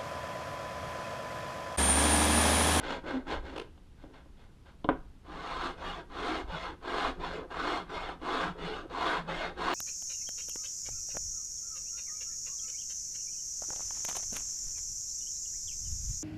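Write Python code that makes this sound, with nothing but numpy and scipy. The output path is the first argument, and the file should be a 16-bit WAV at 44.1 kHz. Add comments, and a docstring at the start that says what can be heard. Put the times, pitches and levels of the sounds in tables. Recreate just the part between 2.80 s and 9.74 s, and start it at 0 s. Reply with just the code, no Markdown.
"""Hand rasp on a wooden bed

A hand rasp works the edge of a wooden machine bed in a small workshop: short strokes, a pause in which the
tool is turned round and set down with a sharp knock, then long even pushes with lighter drags back between.
Teeth are random chips plus noise, ringing the boards' resonances, louder and brighter with the hand's speed.
Knocks are decaying sines with ringing boards; frame rumble, shop air and room reverberation lie behind.
"""
import sys
import numpy as np
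from scipy import signal
from scipy.io import wavfile
from scipy.ndimage import uniform_filter1d

SR = 44100
rng = np.random.default_rng(int(sys.argv[2]) if len(sys.argv) > 2 else 0)


def store_wav(level_fs):
    """Save 16-bit WAV to argv[1]."""
    pcm = np.round(np.clip(np.atleast_2d(level_fs), -1, 1) * 32767)
    wavfile.write(sys.argv[1], SR, pcm.T.astype(np.int16))


N = 306054
TIME_S = np.arange(N) / SR
HALF_S = SR // 2  # samples in half a second


# Strokes: (start [s], end [s], fastest point [share of stroke], bite of the teeth [dB before group trim],
# weight on the boards [dB re bite], sharpness of the cut [dB re bite])
# Short strokes to and fro, before the tool is turned round
NIBBLES = [(-0.082, 0.226, 0.65, -37.5, -3.5, -6), (0.203, 0.465, 0.38, -39.5, -1, -10.5),
           (0.432, 0.626, 0.44, -37, -2.5, -7.5), (0.584, 0.93, 0.31, -48, 0.5, -8)]
# The tool brushes the wood while the grip changes: same columns
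BRUSHES = [(1.14, 1.284, .6, -64.5, -12, -4), (1.22, 1.395, 0.12, -64, 12, -12),
           (1.297, 1.48, 0.27, -56, -5, -7.5), (1.557, 1.775, 0.078, -63.5, -10, -5),
           (1.822, 1.969, 0.38, -58.5, -27, -6)]
# Long cutting strokes: same columns
PUSHES = [(2.41, 2.968, 0.77, -39.5, -6.5, -8), (3.262, 3.656, 0.73, -36, -4.5, -7.5),
          (3.99, 4.347, 0.7, -33, -6.5, -8), (4.667, 5.053, 0.66, -33.5, -6, -8.5),
          (5.38, 5.741, 0.6, -32, -6, -9), (6.062, 6.446, 0.66, -32, -6, -8.5),
          (6.738, 7.105, 0.51, -31, -6, -8)]
# The rasp is dragged back: same columns
DRAGS = [(2.936, 3.249, 0.5, -42.5, -5, -3), (3.64, 3.958, 0.52, -40, -7, -4),
         (4.358, 4.674, 0.37, -41.5, 1, -4.5), (5.056, 5.385, 0.4, -39.5, -6.5, -4.5),
         (5.743, 6.075, 0.44, -42, -0.5, -3), (6.439, 6.746, 0.47, -38, -6, -3.5)]
# Growth of gain with hand speed: (boards [exponent], rasping [exponent], hiss [exponent])
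NIBBLE_LAW = (1.24, 2.15, 3.04)
PUSH_LAW = (1.08, 1.44, 1.66)
DRAG_LAW = (0.26, 0.85, 1.63)
# Scrape colour per way of moving the tool: (frequency [Hz], relative gain [dB])
NIBBLE_COLOUR = [(76, -18), (130, -3), (282, 2), (531, 0), (744, -8), (908, -4.5), (1220, -11.5),
                 (1550, -7), (1750, -14.5), (1850, -11), (2310, -14), (3360, -19.5), (4620, -26),
                 (7140, -33.5), (14900, -58)]
PUSH_COLOUR = [(76, -65), (130, -23), (172, -8.5), (227, -4), (260, 0), (501, 2), (587, -8.5), (674, 3),
               (872, -2), (1110, 4), (1970, -10.5), (4260, -22), (4900, -26), (8710, -36.5), (14900, -57)]
DRAG_COLOUR = [(76, -51), (130, -34), (168, -0.5), (231, -12), (260, -4), (419, 4.5), (575, 2), (806, 4),
               (1270, 4), (2130, -14.5), (2310, -17.5), (3430, -24.5), (4800, -31), (9060, -45),
               (14900, -64)]
# Teeth dig in deeper (or shallower) for a moment: (middle [s], length [s], level change [dB])
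DIGS = [(0.098, 0.051, 1.5), (0.534, 0.059, 1.5), (2.514, 0.21, 3), (2.828, 0.16, 3.5), (3.46, 0.18, 3),
        (4.079, 0.02, 3), (4.285, 0.037, 2), (4.715, 0.046, 5.5), (4.983, 0.11, 1.5), (5.195, .05, -1.5),
        (6.37, 0.033, 4), (6.497, 0.072, 5)]
PRESSURE_RMS_DB, PRESSURE_HZ = 0.84, 10.4


def rasp():
    """Short strokes, cutting pushes and sliding returns under the uneven pressure of the hand."""
    nibbling = teeth(chips_per_s=1500, spread_db=0.5, rub=1.0, grab_db=1.5, grab_hz=90)
    cutting = teeth(chips_per_s=1800, spread_db=1.5, rub=0.88, grab_db=0.5, grab_hz=79)
    cutting = travel(cutting, patchy_db=2.02, patch_hz=170, patch_s=0.04)
    sliding = teeth(chips_per_s=3000, spread_db=-1.5, rub=0.55, grab_db=-0.13, grab_hz=60)
    sliding = travel(sliding, patchy_db=3.5, patch_hz=130, patch_s=0.06)

    nibbles = amp(-1.1) * scrape(NIBBLES + BRUSHES, NIBBLE_LAW, nibbling, NIBBLE_COLOUR)
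    pushes = amp(-0.32) * scrape(PUSHES, PUSH_LAW, cutting, PUSH_COLOUR)
    drags = amp(-0.93) * scrape(DRAGS, DRAG_LAW, sliding, DRAG_COLOUR)

    digs_db = sum(db * swell(middle_s, length_s) for middle_s, length_s, db in DIGS)
    pressure_db = PRESSURE_RMS_DB * wander(PRESSURE_HZ) + digs_db
    return amp(pressure_db) * (nibbles + pushes + drags)


STICK_S, STICK_DB = 0.036, -6  # teeth stick at the start of a stroke, then break loose


def scrape(strokes, law, drive, spectrum, body_hz=600, edge_hz=2000):
    """Teeth drive the bed; each band's gain grows as its own power of hand speed."""
    sound = colour(drive + boards(drive), spectrum)
    body = below(sound, body_hz)
    dull = below(sound, edge_hz)
    bands = (body, dull - body, sound - dull)  # boards, rasping, hiss

    power = np.zeros((3, N))
    for start_s, end_s, fastest, bite_db, weight_db, sharp_db in strokes:
        pace = speed(start_s, end_s, fastest)
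        moving = pace > 0
        stuck = 1.0 * (TIME_S[moving] < start_s + STICK_S)
        stuck_db = STICK_DB * uniform_filter1d(stuck, size=200)
        levels_db = (bite_db + weight_db, bite_db, bite_db + sharp_db)
        for band, db in enumerate(levels_db):
            gain = amp(db + stuck_db) * pace[moving] ** abs(law[band])
            power[band, moving] += gain ** 2
    return sum(np.sqrt(p) * unit(part) for p, part in zip(power, bands))


def teeth(chips_per_s, spread_db, rub, grab_db, grab_hz):
    """Chips of uneven size snap off over a smooth rub; rows of teeth grab and let go."""
    size = amp(spread_db * np.minimum(rng.exponential(1, N), 4))
    snaps = rng.random(N) < chips_per_s / SR
    chips = size * rng.choice([-1, 1], N) * snaps
    grab = unit(below(rng.standard_normal(N + SR), grab_hz, order=2)[HALF_S:][:N])
    return (unit(chips) + rub * rng.standard_normal(N)) * amp(grab_db * grab)


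def travel(x, patchy_db, patch_hz, patch_s, size=1024):
    """As the contact slides along the board, narrow bands catch and fade at random."""
    overlap = size * 3 // 4
    hz, t, z = signal.stft(x, SR, nperseg=size, noverlap=overlap)
    patches = rng.standard_normal(z.shape)
    patches = uniform_filter1d(patches, max(round(patch_hz / hz[1]), 1), axis=0)
    patches = uniform_filter1d(patches, max(round(patch_s / t[1]), 1), axis=1)
    patched = z * amp(patchy_db * unit(patches))
    return signal.istft(patched, SR, nperseg=size, noverlap=overlap)[1][:N]


# Resonances of the bed with the rasp on it: (frequency [Hz], width [Hz], gain over the drive [dB])
BED_MODES = [(170.6, 10.4, 13), (272, 8.7, 16), (307, 11.5, 9), (316, 7.8, 9), (356.8, 19, 13.5),
             (427, 16, 9.5), (516, 60, 3), (646, 23, -3), (721, 28, -2.5), (753, 49, -12.5), (807, 17.5, 3),
             (941, 62, -4.5), (1018, 19, -3.5), (1150, 28, -8.5), (1298, 22, 1.5), (1494, 34, 3),
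             (1597, 37, -0.5), (1627, 4.1, 11), (1850, 10, -30), (2133, 55, 3.5), (2590, 48, -6),
             (2886, 72, 5.5), (3397, 310, 5.5), (3730, 400, 4), (4270, 160, 8), (5150, 190, -2.5),
             (6700, 1100, -7), (8650, 200, 0)]


def boards(x):
    """Bed modes ring under drive x; a wider resonance dies sooner."""
    t = TIME_S[:HALF_S]
    ring = np.zeros(HALF_S)
    for hz, width_hz, db in BED_MODES:
        decay = np.exp(-np.pi * width_hz * t)
        peak_scale = 2 * np.pi * width_hz / SR  # same peak response at any width
        ring += amp(db) * peak_scale * decay * np.cos(2 * np.pi * hz * t)
    return signal.oaconvolve(x, ring)[:len(x)]


def speed(start_s, end_s, fastest):
    """The hand speeds up from rest and slows to rest again; top speed 1."""
    turn_s = start_s + np.clip(fastest, 0.02, 0.98) * (end_s - start_s)
    return np.sin(np.pi * np.interp(TIME_S, [start_s, turn_s, end_s], [0, 0.5, 0]))


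def motion(strokes):
    """The hand's speed through a series of strokes."""
    return sum(speed(*row[:3]) for row in strokes)


# Rasp judders or squeaks for a moment: (start [s], length [s], frequency [Hz], level [dB rms])
JUDDERS = [(0.321, 0.087, 262, -35.5), (3.769, 0.018, 1070, -49), (3.754, 0.045, 3390, -50.5),
           (4.433, 0.015, 990, -35), (5.273, 0.031, 3020, -55.5), (5.85, 0.034, 2940, -52),
           (5.933, 0.018, 2960, -47)]


def judders(waver=0.012):
    """Stick and slip lock briefly onto one resonance: a wavering sine."""
    out = np.zeros(N)
    for start_s, length_s, hz, db in JUDDERS:
        drift = unit(uniform_filter1d(rng.standard_normal(SR), size=300))
        drift = drift[:round(length_s * SR)]
        tone = np.sin(2 * np.pi * np.cumsum(hz * (1 + waver * drift)) / SR)
        burst = unit(tone * signal.windows.tukey(len(tone), 0.7))
        add(out, start_s, amp(db) * burst)
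    return out


# Teeth skip over the edge as the rasp is drawn off: (start [s], length [s], level [dB])
SNAGS = [(0.758, 0.014, -41), (0.776, 0.012, -37), (0.793, 0.0129, -36.5), (0.812, 0.014, -44.5)]
# Colour of the skips: (frequency [Hz], relative gain [dB])
SNAG_COLOUR = [(120, -41), (200, -36), (350, 3), (484, 3.5), (601, -17), (732, -7.5), (1870, -18.5),
               (2880, -12.5), (7000, -35), (10000, -38), (14900, -63)]


def snags():
    """Each skip tears a quick cluster of chips."""
    torn = teeth(chips_per_s=1500, spread_db=2.0, rub=0.43, grab_db=2.5, grab_hz=200)
    chips = unit(colour(torn, SNAG_COLOUR))
    grip = np.zeros(N)
    for start_s, length_s, db in SNAGS:
        add(grip, start_s, amp(db) * signal.windows.tukey(round(length_s * SR), 0.5))
    return grip * chips


# The arm's weight rocks a deep mode of the bed: (middle [s], length [s], level [dB])
ROCKS = [(2.56, 0.18, -51), (3.196, 0.065, -53), (3.745, .1, -43.5), (4.407, 0.079, -47),
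         (4.505, 0.074, -50), (5.032, 0.15, -51), (5.697, 0.15, -41), (5.856, 0.067, -43),
         (6.313, 0.11, -51), (6.457, 0.28, -44.5)]


def boom(hz=173, width_hz=26, murmur_db=-58):
    """Friction keeps a deep bed mode murmuring; it swells when the arm rocks the bed."""
    band_hz = [hz - width_hz / 2, hz + width_hz / 2]
    ring = signal.lfilter(*signal.butter(2, band_hz, "band", fs=SR), rng.standard_normal(N))
    murmur = amp(murmur_db) * np.sqrt(motion(PUSHES + DRAGS))
    rocking = sum(amp(db) * swell(middle_s, length_s) for middle_s, length_s, db in ROCKS)
    return unit(ring) * (murmur + rocking)


# Tool knocks on the bed: (time [s], crack peak [dB], cutoff above which the blow is dull [Hz],
# drive to the boards [dB before ring_db], clink of the blade [dB re crack, before softening])
KNOCKS = [(0.764, -40, 900, 8, -24), (0.977, -51, 1980, 3, -6), (1.239, -42, 895, 5, -24),
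          (1.459, -47.5, 500, -2, -28), (2.0437, -36.5, 2200, -11, 1), (2.0464, -22, 395, -8, -43),
          (2.0893, -9, 2100, -0.5, -23)]
# Short crack of the tool's frame: (frequency [Hz], relative level [dB], t60 [s])
CRACK_MODES = [(325, -8.5, 0.055), (540, 1.5, 0.04), (785, 4, 0.04), (930, -7, 0.025), (1024, 18.5, 0.015),
               (1570, 8, 0.039), (1870, -10, .035), (2164, -7.5, .04), (2450, -19, 0.025), (2800, -15, .04)]
# Steel blade: (frequency [Hz], relative level [dB], t60 [s])
BLADE_MODES = [(2170, -5, .025), (2850, -3, 0.027), (3130, 2, .022), (3470, 1.5, 0.026), (3770, -6, .03),
               (4220, -7, 0.022), (5350, -16, .025), (7200, -30, .02)]
# Tool settling on the wood after a blow: (frequency [Hz], relative gain [dB])
CLATTER_COLOUR = [(180, -45), (300, -13), (447, -6.5), (577, -14), (1590, -24.5), (2570, -32.5),
                  (3230, -39), (5240, -64), (9000, -68), (11700, -100), (19800, -120)]
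# Reflections off the gantry and the wall: (delay [s], level [dB])
ECHOES = [(.0042, -11.5), (.0098, -13)]
CLATTER_T60_S = 0.14


def knocks(ring_db=4, push_hz=650, held_t60_s=0.5, clatter_db=-17, clink_hz=5000):
    """The tool cracks, clinks and settles; its slower push rings the hand-damped boards."""
    out = np.zeros(N)
    t = TIME_S[:HALF_S]
    crack = struck(CRACK_MODES)
    clink = soften(struck(BLADE_MODES), clink_hz)
    held = np.exp(-np.log(1000) * t / held_t60_s)
    settling = np.exp(-np.log(1000) * t / CLATTER_T60_S)
    for time_s, db, hard_hz, boards_db, blade_db in KNOCKS:
        blow = soften(crack, hard_hz)
        blow = blow / abs(blow).max()
        ring = amp(ring_db + boards_db) * boards(soften(blow, push_hz)) * held
        grit = colour(rng.standard_normal(len(t)), CLATTER_COLOUR)
        clatter = amp(clatter_db) * unit(soften(grit, 2 * hard_hz)) * settling
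        tool = blow + amp(blade_db) * clink
        add(out, time_s, amp(db) * (tool + ring + clatter + thud()))
        for delay_s, echo_db in ECHOES:
            add(out, time_s + delay_s, amp(db + echo_db) * tool)
    return out


# The bed's low modes under a blow: (frequency [Hz], relative level [dB], t60 [s])
THUD_MODES = [(159, -13, 0.35), (263.4, 2, .17), (283, -14, .15), (434, 2.5, 0.11)]


def thud(db=-10, rise_s=0.011):
    """The bed's low modes build up just after a blow."""
    rise = 1 - np.exp(-TIME_S[:HALF_S] / rise_s)
    return amp(db) * struck(THUD_MODES) * rise


def struck(modes):
    """Dying sines of a struck thing, neighbouring modes swinging opposite ways; peak 1."""
    t = TIME_S[:HALF_S]
    ring = np.zeros(HALF_S)
    for k, (hz, db, t60_s) in enumerate(modes):
        ring += (-1) ** k * amp(db - 60 * t / t60_s) * np.sin(2 * np.pi * hz * t)
    return ring / abs(ring).max()


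def soften(x, hz):
    """Causal low-pass: a longer contact dulls a blow."""
    return signal.lfilter(*signal.butter(2, min(hz, SR / 3), fs=SR), x)


# Reverberation of the shop: (frequency [Hz], t60 [s])
SHOP_T60 = [(150, 0.47), (500, 0.27), (1500, 0.32), (4000, 0.29), (12000, 0.3)]


def shop(x, first_s=0.005):
    """A dense tail of reflections, each band dying at its own speed."""
    reflections_per_s = 4000
    taps = rng.standard_normal(HALF_S) * (rng.random(HALF_S) < reflections_per_s / SR)
    hz, t, z = signal.stft(taps, SR, nperseg=256)
    decay = amp(-60 * t / read(SHOP_T60, hz)[:, None])
    tail = signal.istft(z * decay, SR, nperseg=256)[1]
    tail = np.pad(tail / np.linalg.norm(tail), (round(first_s * SR), 0))
    return signal.oaconvolve(x, tail)[:N]


# Rumble of the heavy frame: (frequency [Hz], relative gain [dB])
FRAME_COLOUR = [(8.8, -35), (15, 7), (38, 0.5), (76, -3.5), (108, -28.5), (130, -28), (170, -32),
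                (290, -120)]
# The heavy frame sways after a shove: (middle [s], length [s], level [dB])
LURCHES = [(0.613, 0.33, -41), (2.178, 0.42, -42.5), (3.675, 0.19, -40), (4.36, 0.57, -44.5)]
# The quiet shop: (frequency [Hz], relative gain [dB])
AIR_COLOUR = [(59, -17), (100, 3.5), (273, -4.5), (501, -13), (556, -18.5), (828, -17.5), (2260, -25.5),
              (3090, -25.5), (7940, -35.5), (9380, -35.5), (12300, -40.5), (14900, -55)]
SWAY_REST_DB, SWAY_WORK_DB = -53.5, -54.5  # rumble at rest; amplitude added at full hand speed
AIR_DB = -60


def background():
    """The frame rumbles under the work, over the steady air of the shop."""
    shaking = amp(SWAY_REST_DB) + amp(SWAY_WORK_DB) * motion(NIBBLES + PUSHES + DRAGS)
    lurching = sum(amp(db) * swell(middle_s, length_s) for middle_s, length_s, db in LURCHES)
    rumble = unit(colour(rng.standard_normal(N), FRAME_COLOUR))
    air = unit(colour(rng.standard_normal(N), AIR_COLOUR))
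    return rumble * np.hypot(shaking, lurching) + amp(AIR_DB) * air


def amp(db):
    """Decibels to gain."""
    return 10 ** (np.asarray(db) / 20)


def unit(x):
    """Scales to rms 1."""
    return x / np.sqrt(np.mean(x ** 2) + 1e-20)


def read(points, hz):
    """Reads a table on a log-frequency axis."""
    f, value = np.transpose(points)
    return np.interp(np.log(hz + 1), np.log(f + 1), value)


def add(mix, time_s, sound):
    """Mixes a sound in at a given time."""
    part = mix[round(time_s * SR):][:len(sound)]
    part += sound[:len(part)]


def colour(x, spectrum, size=8192):
    """Causal minimum-phase filter with the given spectrum; clicks keep their sharp front."""
    gain_db = read(spectrum, abs(np.fft.fftfreq(size, 1 / SR)))
    log_gain = np.log(amp(np.maximum(gain_db, -100)))
    taps = np.fft.ifft(np.exp(np.conj(signal.hilbert(log_gain)))).real
    return signal.oaconvolve(x, taps[:size // 2])[:len(x)]


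def below(x, hz, order=4):
    """Low-pass without delay."""
    return signal.sosfiltfilt(signal.butter(order, hz, fs=SR, output="sos"), x)


def wander(hz):
    """Slow random drift of rms 1."""
    return unit(below(rng.standard_normal(N + 2 * SR), hz, order=2)[SR:][:N])


def swell(middle_s, length_s):
    """A smooth rise and fall of height 1."""
    return np.cos(np.pi * np.clip((TIME_S - middle_s) / length_s, -0.5, 0.5)) ** 2


def scene():
    """Scraping and knocks in the room, over the background; one channel."""
    scraping = rasp() + judders() + snags()
    hits = knocks()
    room = shop(amp(-11.0) * scraping + amp(-12.0) * hits)
    return (scraping + boom() + hits + room + background())[None]


EDGE_HZ = 15000


def record(dry):
    """Steep zero-phase low-pass: the upper band limit."""
    return signal.sosfiltfilt(signal.ellip(10, 0.05, 60, EDGE_HZ, fs=SR, output="sos"), dry)


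dry = scene()
out = record(dry)
store_wav(out)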